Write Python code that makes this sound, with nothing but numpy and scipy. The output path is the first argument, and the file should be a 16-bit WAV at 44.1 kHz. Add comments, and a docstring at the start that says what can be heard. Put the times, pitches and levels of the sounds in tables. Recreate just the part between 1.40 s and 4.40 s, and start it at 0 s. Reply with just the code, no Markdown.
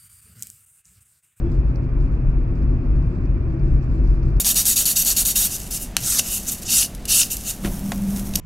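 """Cabin boom and tyre rumble inside a car cruising along a country road, windows shut.
The stereo microphone sits in the front of the cabin. The uneven road shakes the body and sets the
cabin and the air in the tyres ringing; air rushes over the glass and the engine drones faintly.
Close by on the right something, perhaps fabric or trim, rustles, ticks and squeaks once as it rubs.
A few thin clicks sit just left of centre."""
import sys
import numpy as np
from scipy import signal
from scipy.fft import rfft, irfft, next_fast_len
from scipy.io import wavfile
from scipy.ndimage import map_coordinates

SR = 44100
rng = np.random.default_rng(int(sys.argv[2]) if len(sys.argv) > 2 else 0)


def generate_wav(sig):
    """Save sig (samples, or channels by samples) to the path in sys.argv[1] as 16-bit PCM at SR."""
    pcm = np.round(np.clip(np.atleast_2d(sig).T, -1, 1) * 32767).astype(np.int16)
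    wavfile.write(sys.argv[1], SR, pcm)


N = 132300

# how far to the right the rubbing spot sits: frequency_hz, left_minus_right_db
RUBBING_BALANCE = [(3000, -8), (4000, -10), (5000, -14), (6300, -10), (8000, -4), (13000, -5)]


def boom(low_hz=22, high_hz=71.3):
    """The lowest cabin resonance swells and sinks as the uneven road shakes the body."""
    # strength of the shaking: time_s, relative_level_db
    shaking = [(0.0, -28.5), (0.04, -19.5), (0.07, -26), (0.09, -22.5), (0.15, -23), (0.19, -14),
               (0.32, -18.5), (0.35, -33.5), (0.39, -14), (0.44, -28.5), (0.61, -11.5), (0.66, -15),
               (0.68, -33.5), (0.75, -11.5), (0.83, -30), (0.89, -7.5), (0.93, -26), (0.97, -14),
               (1.07, -22), (1.34, -14.5), (1.38, -26), (1.55, -12), (1.63, -14.5), (1.65, -27),
               (1.69, -13), (1.73, -39), (1.81, -11.5), (1.86, -22), (1.93, -13.5), (1.99, -26.5),
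               (2.04, -20.5), (2.07, -30.5), (2.14, -22), (2.18, -32), (2.24, -9), (2.3, -24), (2.33, -8),
               (2.36, -10), (2.41, -27), (2.46, -10.5), (2.49, -27.5), (2.53, -12.5), (2.57, -34.5),
               (2.59, -15), (2.73, -12.5), (2.78, -19.5), (2.82, -15.5), (2.94, -19), (2.97, -10.5),
               (3.0, -19)]
    mode = amp(-1) * swelling(shaking, hz=45.9, width_hz=10.6, evenness=0.76)
    band = lambda f: 1 / (1 + (low_hz / (f + 1)) ** 8 + (f / high_hz) ** 8)
    return filtered(mode, lambda f: microphone(f) * band(f))


def tyre_rumble():
    """Broad road noise comes through the body and excites cabin and tyre-cavity resonances."""
    # colour of the rumble: frequency_hz, relative_level_db
    tone = [(14, -28), (24, 6.5), (34, -14.5), (60, -4), (74, -5), (105, -6), (155, -14.5), (215, -20.5),
            (290, -18), (380, -22), (440, -29), (620, -40.5), (900, -49), (1500, -90.5)]
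    # cabin and tyre-cavity resonances: pitch_hz, width_hz, level_db
    modes = [(66.3, 16, -31.5), (83.5, 13, -36), (150.8, 14, -39), (174.3, 18, -39), (464.3, 8.5, -55),
             (551.5, 27, -54)]
    return amp(-24.5) * cabin_noise(lambda f: amp(along(tone, f))) + ringing(modes)


def road_bands(hollow_hz=331.6):
    """Tyres hum on rough patches, the air in them rings, and a hollow band of road noise flickers."""
    # tyre hum and ring of the air inside, each: time_s, relative_level_db
    hum_levels = [(0.0, -27), (0.19, -23.5), (0.22, -34), (0.32, -20), (0.34, -31), (0.63, -25.5),
                  (0.65, -39), (0.88, -23), (0.9, -22.5), (1.01, -28), (1.31, -23), (1.5, -30.5),
                  (1.55, -17), (1.69, -30), (2.17, -26), (2.23, -22.5), (2.67, -29.5), (2.73, -28),
                  (2.77, -34), (2.82, -21), (2.85, -21.5), (3.0, -30.5)]
    ring_levels = [(0, -36.5), (.35, -41.5), (.7, -36.5), (.95, -39.5), (1.2, -35.5), (1.47, -35),
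                   (1.62, -38.5), (1.85, -36.5), (2.2, -44), (2.55, -37.5), (3, -42)]
    # irregular flicker of the hollow band: time_s, relative_level_db
    flicker = [(0.0, -42.5), (0.07, -27), (0.09, -36), (0.72, -43), (1.46, -36), (1.49, -53), (1.55, -34.5),
               (1.66, -48.5), (1.75, -30.5), (1.79, -38), (2.42, -37), (2.51, -53), (2.53, -36.5),
               (3.0, -35)]
    hum = amp(-1.5) * swelling(hum_levels, hz=129.65, width_hz=13.7, evenness=0.43)
    ring = swelling(ring_levels, hz=247.3, width_hz=22, evenness=0.11)
    hollow = amp(-1) * swelling(flicker, hz=hollow_hz, width_hz=28, evenness=0.11)
    muffled = lambda f: microphone(f) / (1 + (f / (2 * hollow_hz)) ** 8)
    return filtered(hum + ring + hollow, muffled)


def air():
    """Air rushes steadily over the shut windows."""
    # colour of the air and tread noise: frequency_hz, relative_level_db
    tone = [(300, -21), (520, 2), (660, 5), (800, -2), (1150, 1), (1550, -4), (2100, -11.5), (2700, -16.5),
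            (3050, -23), (4000, -32.5), (6000, -39), (8500, -39), (10000, -58), (15000, -71)]
    # narrow resonances in the rush: pitch_hz, width_hz, level_db
    peaks = [(2354, 96, -62.5), (2520, 19, -67.5), (2621, 120, -66.5)]
    return amp(-47) * cabin_noise(lambda f: amp(along(tone, f))) + ringing(peaks)


def engine(waver_hz=0.98, wavers_per_s=4):
    """The engine drones faintly in the centre, two tones wavering together."""
    # drone tones: pitch_hz, level_db
    drone = [(123.8, -50), (242.2, -52.5)]
    drift = map_coordinates(rng.standard_normal(256), [np.arange(N) / SR * wavers_per_s])
    speed = 1 + drift * waver_hz / drone[0][0]  # waver_hz applies to the lower tone
    clock_s = np.cumsum(speed) / SR
    return sum(amp(db) * np.sqrt(2) * np.sin(2 * np.pi * (hz * clock_s + rng.random()))
               for hz, db in drone)


def rustle():
    """Soft rubs close on the right, each with a high sheen, over a faint shiver and hiss."""
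    # rubs: start_s, length_s, body_db, sheen_db
    rubs = [(0.04, 0.18, -70.5, -77), (0.112, .05, -65.5, -74), (.25, .08, -70.5, -85),
            (0.413, 0.053, -71, -80), (.585, 0.092, -68.5, -78), (.715, 0.065, -74.5, -81),
            (.895, .034, -69, -86.5), (1.142, 0.11, -69, -76.5), (1.544, 0.042, -67, -80),
            (1.643, 0.15, -70, -84), (1.8, .065, -71, -78), (2.098, 0.046, -71.5, -81.5),
            (2.235, 0.16, -68, -82), (2.42, 0.044, -64.5, -79), (2.486, 0.13, -68, -79),
            (2.542, 0.028, -70.5, -75), (2.632, 0.092, -63, -75), (2.727, 0.066, -69, -77),
            (2.84, 0.078, -64, -70.5)]
    # shiver and top hiss under the rubs, each: time_s, level_db
    shiver_levels = [(0, -68.5), (.55, -73), (.7, -70.5), (.85, -73.5), (1.1, -71.5), (1.4, -70.5),
                     (1.85, -72.5), (1.97, -73), (2.2, -69.5), (2.6, -68.5), (3, -67)]
    hiss_levels = [(0, -80), (.5, -89.5), (.88, -91), (1.45, -86), (1.85, -85.5), (1.97, -99), (2.15, -85),
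                   (3, -83.5)]
    # colours of the body, the sheen and the shiver, each: frequency_hz, relative_level_db
    body_tone = [(2000, -20.5), (3400, -4.5), (4200, -3), (5000, -1.5), (5600, -6.5), (6300, -5.5),
                 (6900, -9), (7500, -1), (8000, -12), (8700, -7), (10000, -30.5), (15500, -36.5)]
    sheen_tone = [(6000, -26.5), (8600, -7), (10000, -16.5), (12300, 0.5), (14500, -5.5), (15500, -6.5)]
    shiver_tone = [(2000, -18.5), (3400, -22), (4200, -2.5), (4950, 0), (5600, -4), (6600, -9),
                   (7500, -11.5), (8800, -20.5), (10000, -35.5), (15500, -40.5)]
    body = sum(amp(db) * stroke(start, length) for start, length, db, _ in rubs)
    sheen = sum(amp(db) * stroke(start, length) for start, length, _, db in rubs)
    top = np.hypot(sheen, amp(curve(hiss_levels))) * grains(sheen_tone)
    shiver = amp(curve(shiver_levels))
    return catching() * (body * grains(body_tone) + top + shiver * grains(shiver_tone))


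def grains(tone, grains_per_s=6000, spread_db=3, flutter_db=1.1, flutters_per_s=80):
    """Rubbing sheds dense, tiny grains of sound that come in clumps; rms 1."""
    onsets = rng.random(N) < grains_per_s / SR
    hits = onsets * amp(spread_db * rng.standard_normal(N)) * rng.standard_normal((2, N))
    clumps = map_coordinates(rng.standard_normal(1024), [np.arange(N) / SR * flutters_per_s])
    return from_rubbing_spot(hits * amp(flutter_db * clumps), tone)


def catching(slips_per_s=40, t60_s=0.009):
    """The rubbing surfaces catch and let go at random: a gain with brief peaks, rms 1."""
    slips = (rng.random(N) < slips_per_s / SR) * rng.random(N)
    decay = np.exp(-np.log(1000) / (t60_s * SR))
    snaps = signal.lfilter([1], [1, -decay], slips)
    return unit(1 + amp(7) * snaps)


def ticks(rise_s=0.001):
    """Small dry snaps close on the right, each with a brief tail from the padded cabin."""
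    # snaps: start_s, level_db
    snaps = [(.1985, -51.5), (0.3563, -40), (.607, -53), (1.1548, -51), (1.6233, -54), (1.8552, -53),
             (2.4274, -52), (2.6464, -53.5), (2.6754, -51.5), (2.829, -44.5), (2.9667, -46)]
    # their colour: frequency_hz, relative_level_db
    tone = [(2500, -25.5), (3400, -24), (3900, -18.5), (4400, -4.5), (5000, -6), (5600, -0.5),
            (6200, -11.5), (6900, -17), (7400, -13), (9000, -26), (10000, -29.5), (12000, -22.5),
            (15500, -26.5)]
    direct = bursts(snaps, rise_s, t60_s=0.014)
    tail = amp(-15) * bursts(snaps, rise_s, t60_s=0.055)
    return (direct + tail) * from_rubbing_spot(white(), tone)


def clicks(left_db=3):
    """A few thin, bright clicks close to the microphone, a little to the left."""
    # clicks: start_s, level_db
    hits = [(.698, -66.5), (.7205, -57), (.748, -59), (2.142, -58.5), (2.711, -60)]
    # their colour: frequency_hz, relative_level_db
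    tone = [(3000, -24), (6000, -4), (9000, -4), (10000, -12.5), (12500, -1), (15500, -6.5)]
    sparkle = unit(filtered(white(), lambda f: amp(along(tone, f))))
    return bursts(hits, rise_s=0.00028, t60_s=0.022) * sparkle * amp([[left_db / 2], [-left_db / 2]])


def squeak(start_s=0.034, length_s=0.11, start_hz=3190, rise_hz_per_s=4100, width_hz=480):
    """A faint, husky squeak in the first rub, rising slightly as the rubbing speeds up."""
    pitch_hz = start_hz + rise_hz_per_s * np.clip(np.arange(N) / SR - start_s, 0, length_s)
    husk = filtered(white(), lambda f: np.exp(-(2 * f / width_hz) ** 2))
    glide = np.sin(2 * np.pi * np.cumsum(pitch_hz) / SR)
    tone = unit(husk * glide * sides(RUBBING_BALANCE, pitch_hz))
    return amp(-67.5) * stroke(start_s, length_s) * tone


def microphone(f):
    """Complex gains with which the cabin's sound reaches the left and right microphone ports."""
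    # balance at the ports: frequency_hz, left_minus_right_db
    balance = [(30, 2), (120, 0.5), (340, 4), (520, -2.5), (1100, -1.5), (2100, -8.5), (2600, -3.5),
               (4000, -13), (9000, 0.5)]
    # phase by which the left port leads: frequency_hz, lead_rad
    lead = [(25, 0.13), (60, 0.43), (150, 0.32), (400, 0.14)]
    return sides(balance, f) * np.exp(1j * np.outer([.5, -.5], along(lead, f)))


def cabin_noise(gain):
    """Stereo noise at the microphone, nearly mono in the bass and diffuse in the treble; rms 1."""
    # likeness of left and right: frequency_hz, correlation
    likeness = [(30, .98), (130, .985), (360, .95), (480, .55), (900, .42), (1300, -.1), (2500, 0),
                (8000, 0)]
    spread = lambda f: np.arccos(np.clip(along(likeness, f), -1, 1)) / 2
    mid, side = white()
    common = filtered(mid, lambda f: gain(f) * microphone(f) * np.cos(spread(f)))
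    opposed = filtered(side, lambda f: gain(f) * microphone(f) * np.outer([1, -1], np.sin(spread(f))))
    return unit(common + opposed)


def from_rubbing_spot(x, tone):
    """Colour a sound and place it on the right; rms 1."""
    return unit(filtered(x, lambda f: amp(along(tone, f)) * sides(RUBBING_BALANCE, f)))


def ringing(modes):
    """Cabin noise ringing in each of several resonances."""
    return sum(amp(db) * cabin_noise(lambda f: resonance(f, hz, width)) for hz, width, db in modes)


def swelling(levels, hz, width_hz, evenness):
    """Noise in one resonance follows a level curve; evenness (0-1) flattens its own random beating."""
    ring = signal.hilbert(filtered(white(channels=1)[0], lambda f: resonance(f, hz, width_hz)))
    evened = ring.real / (np.abs(ring) + 1e-9) ** evenness
    return unit(evened) * amp(curve(levels))


def resonance(f, hz, width_hz):
    """Gain of a steep-sided resonance."""
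    return 1 / (1 + ((f * f - hz * hz) / (np.pi / 2 * width_hz * (f + 1))) ** 2)


def stroke(start_s, length_s):
    """Rounded envelope of one rub."""
    progress = np.clip((np.arange(N) / SR - start_s) / length_s, 0, 1)
    return np.abs(np.sin(np.pi * progress)) ** 0.26  # the low power flattens the top


def bursts(hits, rise_s, t60_s):
    """Envelope of quickly dying bursts."""
    envelope = np.zeros(N)
    for start_s, db in hits:
        age_s = np.maximum(np.arange(N) / SR - start_s, 0)
        envelope += amp(db) * (1 - np.exp(-age_s / rise_s)) * np.exp(-np.log(1000) * age_s / t60_s)
    return envelope


def sides(balance, f):
    """Left and right gains for a balance curve."""
    return amp(np.outer([.5, -.5], along(balance, f)))


def white(channels=2):
    """White noise, longer than the scene so that filters are already ringing."""
    return rng.standard_normal((channels, next_fast_len(N + SR // 2)))


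def filtered(x, response):
    """Pass x through a frequency response and cut it to the scene's length."""
    size = next_fast_len(N + SR // 2)
    return irfft(rfft(x, size) * response(np.fft.rfftfreq(size, 1 / SR)), size)[..., :N]


def along(points, hz):
    """Interpolate (frequency_hz, value) points on a log axis."""
    frequencies, values = np.transpose(points)
    return np.interp(np.log(hz + 1), np.log(frequencies + 1), values)


def curve(points):
    """Interpolate (time_s, value) points to one value per sample."""
    return np.interp(np.arange(N) / SR, *np.transpose(points))


def amp(db):
    """Decibels to gain."""
    return 10 ** (np.asarray(db) / 20)


def unit(x):
    """Scale to rms 1."""
    return x / np.sqrt(np.mean(x ** 2) + 1e-20)


def scene():
    """Everything heard from the front of the cabin."""
    driving = boom() + tyre_rumble() + road_bands() + engine() + air()
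    return driving + rustle() + squeak() + ticks() + clicks()


def record(dry, top_hz=15800):
    """The recorder cuts off steeply above its band limit."""
    return signal.sosfiltfilt(signal.butter(16, top_hz, fs=SR, output="sos"), dry)


dry = scene()
out = record(dry)
generate_wav(out)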